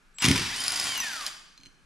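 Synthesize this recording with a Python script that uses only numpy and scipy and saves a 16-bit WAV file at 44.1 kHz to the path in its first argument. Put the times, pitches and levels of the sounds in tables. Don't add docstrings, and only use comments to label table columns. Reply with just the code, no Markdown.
import sys
import numpy as np
from scipy import signal
from scipy.fft import rfft, irfft
from scipy.io import wavfile

SR = 44100
rng = np.random.default_rng(int(sys.argv[2]) if len(sys.argv) > 2 else 0)


def unload_audio(sound):
    columns = np.transpose(np.atleast_2d(sound))
    steps = np.round(np.clip(columns, -1, 1) * 32767)
    wavfile.write(sys.argv[1], SR, steps.astype(np.int16))


N = 81585
T = np.arange(N) / SR
STOP_S = 1.262

# [t/s, level/dB]
GEAR_LEVEL = [(.18, -78), (.205, -36.5), (.219, -36), (.235, -23.5), (.29, -29), (.34, -32), (.38, -30),
              (.46, -34.5), (.56, -35), (.68, -34.5), (.85, -33.5), (1.0, -37.5), (1.1, -38.5),
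              (1.2, -38.5), (1.26, -40.5), (1.29, -26)]
# [f/Hz, level/dB]
KNOCK_COLOUR = [(200, -17.5), (500, -24.5), (900, -2), (1600, -2.5), (3200, 3.5), (4500, -0.5), (5800, 7),
                (6700, -3), (9700, -4), (12000, -13), (15000, -37.5)]


def undb(db):
    return 10 ** (np.asarray(db) / 20)


def unit(x):
    return x / np.sqrt(np.mean(x ** 2))


def curve(rows):
    return np.interp(T, *np.array(rows).T)


def across(rows, size=N):
    hz, value = np.array(rows).T
    bins_hz = np.arange(size // 2 + 1) * SR / size
    return np.interp(np.log(bins_hz + 1), np.log(hz), value)


def colour(x, rows):
    size = 2 * N
    gain = unit(undb(across(rows, size=size)))
    cepstrum = irfft(np.log(gain))
    cepstrum[1:N] *= 2
    cepstrum[N + 1:] = 0
    return irfft(rfft(x, size) * np.exp(rfft(cepstrum)))[:N]


def walk(hz):
    smoothing = np.exp(-(np.fft.rfftfreq(N, 1 / SR) / hz) ** 2)
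    return unit(irfft(rfft(rng.standard_normal(N)) * smoothing, N))


def pair():
    # [f/Hz, likeness/0-1]
    likeness = [(25, 0.62), (70, 0.86), (280, 0.78), (700, 0.48), (3000, 0.39), (6000, 1), (10000, .1)]
    like = np.clip(across(likeness), 0, 1)
    mid, side = rfft(rng.standard_normal((2, N)))
    shared = mid * np.sqrt((1 + like) / 2)
    opposed = np.array([[1], [-1]]) * side * np.sqrt((1 - like) / 2)
    return irfft(shared + opposed, N)


def bursts(rows):
    power = np.zeros(N)
    for start_s, db, decay_s in rows:
        power += (T >= start_s) * undb(db) ** 2 * np.exp(-2 * np.abs(T - start_s) / decay_s)
    return np.sqrt(power) * rng.standard_normal(N)


def ring(hits, modes, spread_db, detune):
    out = np.zeros(N)
    hz, gain_db, t60 = np.array(modes).T[:, :, None]
    for start_s, db in hits:
        start = int(start_s * SR)
        weight, shift = rng.standard_normal((2, len(modes), 1))
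        t = T[:N - start][:SR // 2]
        fading = undb(gain_db + spread_db * weight - 60 * t / t60)
        tones = fading * np.sin(2 * np.pi * hz * (1 + detune * shift) * t)
        out[start:][:len(t)] += undb(db) * tones.sum(0) / np.sqrt(len(modes))
    return out


def background():
    # [f/Hz, level/dB]
    floor = [(12, -31), (20, 17), (50, -1.5), (97, -62), (139, -3), (286, -10), (674, -19), (1350, -9.5),
             (1680, -8.5), (1930, -18.5), (2280, -13), (3180, -20), (11700, -29), (15000, -83)]
    return undb(-60) * np.array([colour(side, floor) for side in pair()])


def room():
    # [f/Hz, t60/s]
    fade_times = [(150, .5), (600, 0.68), (1500, 0.76), (5000, 0.77), (12000, 0.46)]
    build_s = 0.002
    noise, tail = rfft(pair()), 0
    for k, (_, t60) in enumerate(fade_times):
        band = across([(row[0], float(j == k)) for j, row in enumerate(fade_times)])
        fade = (1 - np.exp(-(T / build_s) ** 2)) * np.exp(-np.log(1000) * T / t60)
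        tail = tail + irfft(noise * band, N) * fade / np.sqrt(np.sum(fade ** 2))
    return tail


def scatter():
    level_db, decay_s = -5, .004
    fade = np.exp(-T / decay_s)
    return undb(level_db) * pair() * fade / np.sqrt(np.sum(fade ** 2))


def table_thumps():
    # [t/s, level/dB]
    thumps = [(.222, -37), (.245, -18), (.265, -18.5), (.281, -14.5), (.307, -14.5), (.355, -37),
              (.41, -31), (.6, -46), (.83, -52), (1.0, -50), (1.595, -58), (1.635, -55.5), (1.665, -50)]
    # [f/Hz, level/dB, t60/s]
    table_modes = [(116, -1, 0.047), (146.2, -6, 0.26), (182.4, 5, 0.084), (244, 2, 0.094),
                   (269.7, 6, 0.19), (329, 0.5, .12), (445, -18.5, .2)]
    push_s, low_cut_hz, gain_db = 0.001, 92, 1.5
    ringing = ring(thumps, table_modes, spread_db=1.5, detune=0.0033)
    soft = np.exp(-1 / (push_s * SR))
    ringing = signal.lfilter([1 - soft], [1, -soft], ringing)
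    bass_cut = signal.butter(4, low_cut_hz, "high", fs=SR, output="sos")
    return undb(gain_db) * signal.sosfilt(bass_cut, ringing)


def table_rumble():
    # [t/s, level/dB]
    rumble = [(.2, -91.5), (.3, -24.5), (.5, -51), (.63, -57), (.88, -55), (1.1, -65.5), (1.3, -77)]
    # [f/Hz, level/dB]
    rumble_colour = [(30, -12.5), (60, -7.5), (105, -2), (160, -5), (270, -8.5), (400, -12.5), (1500, -55)]
    return colour(undb(curve(rumble)) * rng.standard_normal(N), rumble_colour)


def clinks():
    # [t/s, level/dB]
    clink_hits = [(1.577, -46.5), (1.602, -57), (1.611, -51.5), (1.634, -45), (1.6541, -49.5),
                  (1.659, -44.5), (1.668, -48)]
    # [f/Hz, level/dB, t60/s]
    metal_modes = [(2530, -11, .04), (3040, -1, .05), (4180, 1, .05), (4300, -5, .03), (6050, -5, .035),
                   (6300, -2, .04), (7890, -9, .02), (10300, -12, .015)]
    tick_db, tick_decay_s = -4, .0015
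    ticks = colour(bursts([(s, db, tick_decay_s) for s, db in clink_hits]), KNOCK_COLOUR)
    return ring(clink_hits, metal_modes, spread_db=5.0, detune=0.005) + undb(tick_db) * ticks


def lock_click():
    # [t/s, level/dB, decay/s]
    lock = [(1.2648, -18, .0011)]
    # [f/Hz, level/dB]
    lock_colour = [(300, -35), (1500, -8.5), (3500, -5), (5050, 13), (6000, 0), (7000, 3), (8200, -18),
                   (9600, -5), (11000, 2), (15000, -32)]
    return colour(bursts(lock), lock_colour)


def socket_rattles():
    # [t/s, level/dB, decay/s]
    rattles = [(.561, -26.5, 0.0048), (.6035, -25.5, 0.0057), (.638, -22, 0.0028), (.6645, -21, .002),
               (.68, -16, 0.0022), (.7055, -20, 0.0012), (.72, -16.5, 0.0015), (.7585, -23, 0.004),
               (.7985, -15.5, 0.0011), (.84, -20, 0.00068), (.876, -32, 0.0027), (.923, -35, .003)]
    # [f/Hz, level/dB]
    socket_colour = [(500, -15), (1800, -17.5), (3800, -11), (5050, 10.5), (6000, -9.5), (7000, -3.5),
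                     (8200, -18.5), (9700, 4.5), (11000, -12), (15000, -26)]
    return colour(bursts(rattles), socket_colour)


def socket_squeaks():
    # [t/s, level/dB, decay/s]
    squeaks = [(.9765, -22.5, 0.0051), (1.001, -24, 0.0069), (1.1285, -33.5, 0.011)]
    # [f/Hz, level/dB]
    squeak_colour = [(500, -30), (800, -7.5), (2000, -11), (5500, -17), (5850, 8.5), (6300, 0), (6700, -35),
                     (10500, -15), (11500, -13), (12500, -12), (15000, -38)]
    return colour(bursts(squeaks), squeak_colour)


def bolt_knocks():
    # [t/s, level/dB, decay/s]
    knocks = [(.1848, -31, 0.0033), (.2215, -20.5, 0.01), (.2425, -15.5, .004), (.2518, -9.5, 0.0012),
              (.26, -15.5, 0.0043), (.281, -26.5, 0.0039), (.286, -8, 0.00079), (.3135, -11, 0.0013),
              (.359, -22.5, 0.0038), (.379, -16, 0.00053)]
    return colour(bursts(knocks), KNOCK_COLOUR)


def motor_speed():
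    # [t/s, speed/turns per s]
    speed = [(.18, 30), (.3, 70), (.45, 140), (.5, 230), (.53, 295), (.56, 358), (.59, 387), (.65, 404),
             (.72, 416), (.82, 417), (.88, 402), (.92, 391), (.96, 369), (1.0, 338), (1.05, 305),
             (1.1, 272), (1.18, 220), (1.26, 181)]
    flutter = .002
    return curve(speed) * (1 + flutter * walk(hz=40))


def drive_whistle():
    # [t/s, level/dB rms]
    whistle = [(.14, -76), (.146, -61.5), (.18, -54), (.205, -34.5), (.215, -45), (.235, -63)]
    whistle_hz = 7680
    level = undb(np.interp(T, *np.array(whistle).T, left=-np.inf, right=-np.inf))
    return np.sqrt(2) * level * np.sin(2 * np.pi * whistle_hz * T)


def whine(speed):
    # [t/s, level/dB rms]
    motor_whine = [(.5, -40), (.56, -47.5), (.61, -39), (.65, -61), (0.849, -52), (.89, -37), (.96, -38.5),
                   (1.05, -44), (1.12, -57)]
    tooth_whine = [(.49, -59), (.535, -40), (.58, -53), (.82, -52), (.93, -44.5), (.99, -50), (1.03, -36.5),
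                   (1.151, -44), (1.24, -42)]
    octave_whine = [(.52, -42), (.57, -43.5), (.7, -47), (.86, -50.5), (.97, -48), (1.04, -47), (1.2, -64)]
    # [multiple, level/dB against GEAR_LEVEL]
    overtones = [(3, -20), (4, -17), (5, -30)]
    motor_order, tooth_order = 8, 5.85
    from_s, rise_s, fall_s = .47, .05, 0.038

    angle = 2 * np.pi * np.cumsum(speed) / SR
    lines = [(motor_order, motor_whine), (tooth_order, tooth_whine), (2 * tooth_order, octave_whine)]
    tones = np.zeros(N)
    for order, level in lines:
        tones += undb(curve(level) + 2 * walk(hz=49.7)) * np.sin(order * angle)
    for multiple, db in overtones:
        level = undb(curve(GEAR_LEVEL) + db + 4.7 * walk(hz=40.2))
        tones += level * np.sin(multiple * tooth_order * angle)
    running = np.clip((T - from_s) / rise_s, 0, 1) * np.clip((STOP_S - T) / fall_s, 0, 1)
    return np.sqrt(2) * tones * running


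def tooth_clicks(turns, count):
    scatter_db, jitter_s = 5, .000012
    place, strength = rng.random(count), rng.exponential(size=count)
    at = np.arange(int(turns[-1]) + 1)[:, None] + place
    late, uneven = rng.standard_normal((len(at), 2, count)).transpose(1, 0, 2)
    when = np.interp(at, turns, T) + jitter_s * late
    where = np.clip(when * SR, 0, N - 2).ravel()
    size = np.sqrt(strength) * undb(scatter_db * uneven)
    size = (size * (-1) ** np.arange(count) * (at < turns[-1])).ravel()
    i = where.astype(int)
    return np.bincount(i, size * (1 - where + i), N) + np.bincount(i + 1, size * (where - i), N)


def gears(speed):
    # [f/Hz, level/dB]
    loaded_colour = [(150, -22), (400, -16), (600, -14), (950, -2.5), (1400, -2), (2300, 1.5), (4000, -2),
                     (5100, -.5), (6400, -8), (9800, -12), (13000, -23), (15000, -33), (16000, -45)]
    free_colour = [(60, -45), (110, -18.5), (300, -13.5), (500, -19), (750, -8), (1100, -9), (1800, -4.5),
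                   (2200, -6), (3100, -4.5), (3900, -7), (4900, -2.5), (5700, -8.5), (7000, -8),
                   (8500, -11.5), (9700, -10), (11200, -18), (12100, -20), (13800, -25), (15000, -45.5)]
    carrier_ratio = 5.81
    freed_s, freeing_s = .48, 0.044
    start_s, grind_db, air_db = 0.16, 2.5, -0.5

    teeth = unit(tooth_clicks(np.cumsum(speed) / SR / carrier_ratio, count=136))
    running = np.interp(T, [start_s, start_s + .005, STOP_S + 0.0082, STOP_S + 0.032], [0, 1, 1, 0])
    level = running * undb(curve(GEAR_LEVEL) + 2.15 * walk(hz=65))
    air, grind = rng.standard_normal((2, N))
    free = .5 + .5 * np.tanh((T - freed_s) / freeing_s)
    loaded_noise = (teeth + undb(grind_db) * grind) * level * (1 - free)
    free_noise = (teeth + undb(air_db) * air) * level * free
    return undb(-4) * colour(loaded_noise, loaded_colour) + undb(-5.5) * colour(free_noise, free_colour)


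def place(sound):
    # [f/Hz, level/dB]
    balance = [(500, 0.45), (4000, 0.5), (8000, 0), (12000, 3)]
    left_lag_s = .000016
    hz = np.fft.rfftfreq(N, 1 / SR)
    lag = np.exp(-2j * np.pi * hz * np.array([[left_lag_s], [0]]))
    gain = undb(np.array([[.5], [-.5]]) * across(balance))
    return irfft(rfft(sound) * lag * gain, N)


def scene():
    speed = motor_speed()
    low = table_thumps() + table_rumble()
    metal = clinks() + socket_rattles() + socket_squeaks() + bolt_knocks()
    lock = lock_click()
    tones = drive_whistle() + whine(speed)
    chatter = gears(speed)

    sent = undb(-15.5) * low + undb(-7.5) * metal + undb(-20) * lock
    sent = sent + undb(-3.5) * tones + undb(-2.5) * chatter
    echoes = signal.fftconvolve(sent[None], room(), axes=1)[:, :N]
    near = signal.fftconvolve((metal + lock)[None], scatter(), axes=1)[:, :N]
    direct = low + metal + lock + tones + chatter
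    return place(direct + echoes + near) + background()


def record(dry):
    return signal.sosfilt(signal.ellip(8, .2, 80, 15500, fs=SR, output="sos"), dry)


dry = scene()
out = record(dry)
unload_audio(out)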